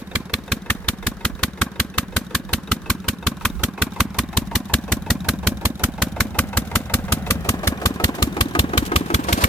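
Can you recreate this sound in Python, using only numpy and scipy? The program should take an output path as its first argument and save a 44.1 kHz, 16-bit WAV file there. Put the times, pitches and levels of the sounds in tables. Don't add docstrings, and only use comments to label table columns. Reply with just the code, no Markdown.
import sys
import numpy as np
from scipy import signal
from scipy.fft import rfft, irfft, next_fast_len
from scipy.io import wavfile
from scipy.ndimage import map_coordinates

SR = 44100
rng = np.random.default_rng(int(sys.argv[2]) if len(sys.argv) > 2 else 0)


def transcribe(signal):
    frames = np.atleast_2d(signal).T
    limited = np.clip(frames, -1, 1)
    pcm = np.round(limited * 32767).astype(np.int16)
    wavfile.write(sys.argv[1], SR, pcm)


N = 418068
TIME_S = np.arange(N) / SR
SCENE_CUT_S = 9.3


def amp(db):
    return np.exp(np.asarray(db) * (np.log(10) / 20))


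def unit(x):
    return x / np.sqrt(np.mean(x ** 2) + 1e-20)


def along(points, hz):
    f, value = np.transpose(points)
    return np.interp(np.log(hz + 1), np.log(f + 1), value)


def curves(rows):
    times_s, *columns = np.transpose(rows)
    return [np.interp(TIME_S, times_s, column) for column in columns]


def wobble(rate_hz):
    return map_coordinates(rng.standard_normal(int(N * rate_hz / SR) + 4), [TIME_S * rate_hz])


def filtered(x, response):
    size = next_fast_len(N + 8192)
    return irfft(rfft(x, size) * response(np.fft.rfftfreq(size, 1 / SR)), size)[..., :N]


def slope(points):
    return lambda hz: amp(along(points, hz))


def modes(rows, steep):
    return lambda f: sum(amp(db) * (f * width / np.hypot(hz * hz - f * f, f * width)) ** steep
                         for hz, width, db in rows)


def swell(t, rise_s, t60_s):
    return np.exp(-np.where(t < 0, (t / rise_s) ** 2, np.log(1000) * t / t60_s))


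def ring(t, hz, rise_s, t60_s):
    return np.cos(2 * np.pi * hz * t) * swell(t, rise_s, t60_s)


# f/Hz, coherence
COHERENCE = [(30, 1), (60, 0.77), (290, 0.81), (640, 0.95), (1400, 0.66), (3100, 0.31), (6800, 0.017),
             (15000, 0.033)]
def noise(response):
    size = next_fast_len(N)
    hz = np.fft.rfftfreq(size, 1 / SR)
    alike = np.clip(along(COHERENCE, hz), 0, 1)
    white = rng.standard_normal((2, 2 * len(hz))).view(complex)
    mid, side = irfft(white * response(hz) * np.sqrt([1 + alike, 1 - alike]), size)[:, :N]
    return unit(np.array([mid + side, mid - side]))


# t/s, side view 0-1, right ear lag/ms, ground echo/ms, exhaust gain/dB, body gain/dB
WALK = [(0, 0, -0.097, 0.49, -0.3, 0.7), (.7, 0.06, 0.062, 0.55, -1.3, 2.5),
        (2.6, 0.08, 0.023, 0.63, 1, 0.9), (4.001, 0.26, -0.022, 0.86, 3, 3.2),
        (4.8, 0.26, 0.051, 1.19, 5, 2.65), (5.701, 0.46, -0.098, 1.275, 6, 0.5),
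        (6.401, 0.18, .08, 1.39, 4.5, 5), (7.197, 0.13, 0.084, 1.47, 5.5, 8.5),
        (7.6, 0.58, 0.18, 1.7, 5, 10.5), (8.3, 0.98, 0.2, 1.54, 5.5, 10), (9, 0.98, 0.3, 2.4, 5, 13.5),
        (9.48, 0.53, 0.38, 1.727, 5, 12)]
# base level/dB, exhaust gain weight, body gain weight, side gain/dB, scatter/dB
MIX = dict(thump=(-21, 0.73, 0.067, 0.25, -1.1), bark=(-18.5, 0.07, 0.2953, -2.5, 1.9),
       rasp=(-18, -0.74, -0.12, 7.5, 1.6), hiss=(-23.5, 0.49, 0.1233, -2.5, 0.38),
       thud=(-24, 0.5, 0.07, 5, -0.33), tick=(-47.5, 0.5, 0.01, 6, 1.4), ring=(-42, 1.24, 0.3472, 3, 1.8),
       knock=(-46, -0.13, 1.21, 1, 2), shake=(-41, 0.21, 0.59, 2.5, 1), rumble=(-44, 2, 0.47, -4.6, 1.8),
       whirr=(-48.5, 0.28, 1.0852, -0.4, 0.1), spray=(-61.5, 0.9, 1.06, -1.8, 0.5))
def level_db(layer, at_s, chance):
    base_db, exhaust_weight, body_weight, side_db, scatter_db = MIX[layer]
    walk_s, side, _, _, exhaust_db, body_db = np.transpose(WALK)
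    path_db = base_db + exhaust_weight * exhaust_db + body_weight * body_db + side_db * side
    hard_knock_db = 6.2 if layer == "knock" and abs(at_s - 8.41) < .05 else 0
    return np.interp(at_s, walk_s, path_db) + scatter_db * chance + hard_knock_db


def off_ground(x, share):
    side, _, echo_ms = curves(WALK)[:3]
    dull = filtered(x, lambda hz: 1 / (1 + (hz / 2200) ** 2))
    echo = np.array([np.interp(TIME_S - echo_ms / 1000, TIME_S, channel) for channel in dull])
    return x + share * (1 - .92 * side) * echo


def wind():
    gusts_db = 7.3 * np.array([wobble(5.01), wobble(7.5)])
    spectrum = slope([(10, 0), (30, 6.5), (60, 11.5), (110, -14), (250, -41)])
    return amp(gusts_db - 46.5) * unit(filtered(rng.standard_normal((2, N)), spectrum))


# f/Hz, level/dB
RUMBLE = [(20, -30), (40, -32), (65, 1), (120, -9), (190, 0.5), (260, -11.5), (350, -7.5), (600, -48)]
WHIRR = [(200, -42), (400, 7), (600, -5), (750, 2.5), (900, -2), (1300, -4), (1700, -1.5), (2200, -10.5),
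         (3200, -12), (5000, -61)]
def pump():
    rumble_db = level_db("rumble", TIME_S, wobble(2.573)) - 2 + .42 * wobble(36)
    whirr_db = level_db("whirr", TIME_S, wobble(2.573)) - 3 + .63 * wobble(30)
    gear = amp(rumble_db) * noise(slope(RUMBLE)) + amp(whirr_db) * noise(slope(WHIRR))
    return off_ground(gear, share=.85)


# f/Hz, level/dB
SPRAY = [(1500, -3), (3000, 1), (4000, 0), (5000, -3), (8000, -4.5), (12000, -7.5), (15300, -5),
         (15700, -35)]
def spray(drops_per_s=45, drop_t60_s=.067, after_cut_db=6):
    spray_db = level_db("spray", TIME_S, wobble(2.573)) + .92 * wobble(24)
    drops = (rng.random(N) < drops_per_s / SR) * rng.exponential(.83, N)
    spatter = signal.fftconvolve(drops, amp(-60 * TIME_S[:900] / drop_t60_s))[:N]
    return amp(spray_db + after_cut_db * (TIME_S > SCENE_CUT_S)) * (.61 + spatter) * noise(slope(SPRAY))


def bubbles(count, from_s, span_s):
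    onset, pitch, size = rng.random((count, 3)).T[..., None]
    hz = 500 * 9 ** pitch
    cycles = hz * TIME_S[:500]
    strength = (1 - size) ** -.35 * (hz / 500) ** -.4
    plops = strength * np.sin(2 * np.pi * cycles * (1 + .022 * cycles)) * amp(-9 * cycles)
    index = ((from_s + onset * span_s) * SR).astype(int) + np.arange(500)
    return np.bincount(index.ravel(), plops.ravel(), N + SR)[:N]


# t/s, level/dB
GUSH = [(0, -50), (9.24, -59), (9.29, -29), (9.34, -37), (9.39, -28.5), (9.425, -25.5), (9.45, -31),
        (9.48, -38)]
# f/Hz, level/dB
SPLASH = [(100, -18), (300, 4), (800, 8), (1300, 5.5), (2500, -5.5), (4500, -4), (7000, -11), (11000, -12),
          (15400, -20), (15800, -45)]
def gush():
    splash = amp(3.2 * wobble(86)) * noise(slope(SPLASH))
    return amp(curves(GUSH)[0]) * (splash + .92 * bubbles(count=160, from_s=GUSH[1][0], span_s=.2))


# first t/s, cycle/s, count
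PACE = [(-.0299, .1824, 3), (.5173, .18278, 8), (1.9795, .18382, 13), (4.3691, .18326, 8),
        (5.8352, .18367, 20), (9.4364, .18367, 1)]
def firings():
    return np.concatenate([first_s + cycle_s * np.arange(count) for first_s, cycle_s, count in PACE])


def each_cycle(layer, shape, until_s=np.inf):
    lead, early = SR // 10, SR // 50
    out, t = np.zeros(N + SR), np.arange(-early, SR // 5) / SR
    times_s, (walk_s, side) = firings(), np.transpose(WALK)[:2]
    for at_s, chance in zip(times_s[times_s < until_s], rng.standard_normal((len(times_s), 4))):
        start = round(at_s * SR) + lead - early
        gain = amp(level_db(layer, at_s, chance[3]))
        out[start:start + len(t)] += gain * shape(t, np.interp(at_s, walk_s, side), chance)
    return out[lead:lead + N]


def filter_housing(t, side, chance):
    t = t - .148 - .00017 * chance[0]
    beats = ring(t, 355, .0042, .024) + 1.08 * ring(t - .018, 308, .0061, .02)
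    return side ** 2 * amp(.66 * chance[1]) * beats


# f/Hz, front level/dB, side level/dB, t60/s
BLOCK_MODES = [(527, 1.5, -14, 0.13), (710, -1, 6, 0.15), (927, 8, -14, 0.26), (1282, -9, 8, 0.1),
               (1500, -23, 1, 0.079), (1740, -4, 3, 0.029), (2090, -1.5, 4, 0.066), (2590, 3.5, -7, 0.085),
               (3680, 6, -43, 0.037)]
def block_ring(t, side, chance):
    late, rings = t[t > .135], 0
    for hz, front_db, side_db, t60_s in BLOCK_MODES:
        force, lag, detune = rng.standard_normal(3)
        gain = amp(front_db + (side_db - front_db) * side + 3 * force)
        rings += gain * ring(late - .145 - .001007 * lag, hz * (1 + .0088 * detune), .0011, t60_s)
    return np.pad(rings, (len(t) - len(late), 0))


# f/Hz, width/Hz, level/dB
BLOCK_BANDS = [(590, 710, 11), (860, 240, -11), (1055, 100, 15), (1600, 114, 10), (2390, 150, 4),
               (3600, 300, -43)]
def intake():
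    breath_shape = lambda t, *_: swell(t - .148, .00044, .24)
    knock_shape = lambda t, *_: swell(t - .145, .00071, .065) + .29 * swell(t - .145, .001, .039)
    breath_bands = modes([(305, 230, -1.5), (453, 63, 2.5), (848, 81, 3.5)], steep=1.11)
    breath = each_cycle("ring", breath_shape, SCENE_CUT_S) * noise(breath_bands)
    knock = each_cycle("knock", knock_shape, SCENE_CUT_S) * noise(modes(BLOCK_BANDS, steep=1.2))
    housing = each_cycle("ring", filter_housing, SCENE_CUT_S)
    metal = each_cycle("knock", block_ring, SCENE_CUT_S)
    return amp(13.5) * housing + off_ground(metal + amp(3.5) * breath + amp(6.5) * knock, share=.59)


# f/Hz, width/Hz, level/dB
VALVE_BANDS = [(1360, 130, 2), (3750, 160, 5), (5850, 1400, -8), (11400, 870, -7.5)]
def valves():
    def thud(t, side, chance):
        return ring(t - .0546 + .00068 * side, 222 + 60 * side, .0034, .02 + .012 * side)

    def boom(t, side, chance):
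        return amp(.5 * chance[0]) * ring(t - .1052, 192 + 25 * side, .0023, .11 - .1 * side)

    def tick(t, side, chance):
        return (1.1 - .6 * side) * swell(t - .1035, .00066, .026) + .33 * swell(t - .1035, .00069, .048)

    def shake(t, side, chance):
        jolts = swell(t - .056, .0078, .079) + (.5 + .34 * side) * swell(t - .106, .001, .1)
        return amp(1.88 * chance[0]) * jolts

    click = lambda t, side, chance: amp(1.7 * chance[0] - 3 * side) * swell(t - .0502, .00068, .037)
    late_tick = lambda t, side, chance: amp(2.7 * chance[0] - 3) * swell(t - .1435, .001, .041)
    low = amp(3.5) * each_cycle("thud", thud) + amp(-4) * each_cycle("thud", boom)
    impacts = sum(each_cycle("tick", shape) for shape in (tick, click, late_tick))
    ticks = amp(4) * impacts * noise(modes(VALVE_BANDS, steep=1.4))
    rattle = each_cycle("shake", shake) * noise(modes(BLOCK_BANDS, steep=1.73))
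    return low + ticks + off_ground(rattle, share=.11)


def blast(peak_s, rise_s, t60_s, tails):
    decays = [(0, t60_s), *tails]
    return lambda t, *_: sum(amp(db) * swell(t - peak_s, rise_s, decay_s) for db, decay_s in decays)


# low f/Hz, high f/Hz
EDDY_RANGE = dict(bark=(1050, 2230), rasp=(2454, 4450))
def eddies(layer, width_hz):
    envelope = each_cycle(layer, lambda t, *_: swell(t - .005, .004, .017))
    times_s, (low_hz, high_hz) = firings(), EDDY_RANGE[layer]
    walk_s, _, _, echo_ms = np.transpose(WALK)[:4]
    draw, stray = rng.random((len(times_s), 2)).T
    comb_hz = 1000 / np.interp(times_s, walk_s, echo_ms)
    free_hz = low_hz + (high_hz - low_hz) * draw ** 2.6
    drawn_hz = .4 * free_hz + .6 * np.round(free_hz / comb_hz) * comb_hz
    pitch_hz = np.maximum(drawn_hz * (1 + .2 * (stray - .5)), low_hz)
    cycle = np.searchsorted(times_s, TIME_S + .01) - 1
    phase = 2 * np.pi * np.cumsum(pitch_hz[cycle]) / SR
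    narrow = lambda hz: 1 / (1 + (hz / width_hz) ** 2) ** 2
    return envelope * (np.cos(phase) * noise(narrow) + np.sin(phase) * noise(narrow))


# f/Hz, width/Hz, level/dB
BARK = [(1140, 220, 2), (1520, 300, -4), (2210, 1200, -4.5)]
RASP = [(3060, 600, -4.5), (3550, 700, 2), (4195, 150, 2)]
# f/Hz, level/dB
HISS = [(2500, -0.5), (4500, -0.5), (6000, 0), (9000, -0.5), (11000, -1.5), (13000, 2), (15300, -3),
        (15800, -46), (16800, -95)]
# t/s, level/dB
HISS_START = [(.4, -4.5), (.66, 0)]
def exhaust_jet():
    bark = each_cycle("bark", blast(.0067, .0039, .019, tails=[(-16, .049), (-29, .39)]))
    bark = bark * noise(lambda hz: modes(BARK, steep=2.2)(hz) / (1 + (930 / (hz + 1)) ** 10))
    rasp = each_cycle("rasp", blast(.0054, .0021, .012, tails=[(-12.5, .051), (-40, .47)]))
    rasp = rasp * noise(modes(RASP, steep=1.41))
    hiss = each_cycle("hiss", blast(.0049, .0035, .018, tails=[(-4, .095), (-25, .083)]))
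    hiss = hiss * noise(slope(HISS)) * amp(4 + curves(HISS_START)[0])
    whistle = amp(-2) * eddies("bark", width_hz=168) + amp(-7) * eddies("rasp", width_hz=330)
    return off_ground(bark, share=.13) + amp(2) * rasp + hiss + whistle


def pressure_front(t, side, chance):
    return (1 + .9 * side) * ring(t + .0003 * (1 - side), hz=330, rise_s=.0008, t60_s=.008)


def gas_thump(t, side, chance):
    cutoff = 1 / (1 + np.exp(np.clip((t - .0132) / .0006, -50, 50)))
    swing = np.sin(2 * np.pi * 61 * (t - .0004)) * (t > .0004) * (1.3 + 75 * t) * cutoff
    suction = (1.1 + .5 * side) * swell(t - .017, .0032, .025)
    pipe = (2.3 - 1.2 * side) * amp(.8 * chance[0]) * ring(t - .0149, 228, .0012, .038)
    return -(swing + suction + pipe)


def exhaust_pipe():
    envelope = each_cycle("thump", blast(.0022, .004, .011, tails=[(-1, .35), (-17, .38)]))
    body = amp(-21) * envelope * noise(modes([(540, 170, 0)], steep=2.2))
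    front = amp(.8) * each_cycle("thump", pressure_front)
    return off_ground(front + body, share=.65) + each_cycle("thump", gas_thump)


def scene():
    engine = exhaust_jet() + exhaust_pipe() + valves() + intake()
    left, right = engine + pump() + spray() + gush()
    lag_samples = np.round(curves(WALK)[1] * SR / 1000)
    right = map_coordinates(right, [np.arange(N) - lag_samples], order=0, mode="nearest")
    return np.array([amp(-.16) * left, right]) + wind()


def record(dry, bass_hz=42, ceiling=1.05, top_hz=16800):
    thinned = filtered(dry, lambda hz: 1 / np.sqrt(1 + (bass_hz / (hz + 1)) ** 4))
    clipped = thinned / (1 + np.abs(thinned / ceiling) ** 6) ** (1 / 6)
    return filtered(clipped, lambda hz: hz < top_hz)


dry = scene()
out = record(dry)
transcribe(out)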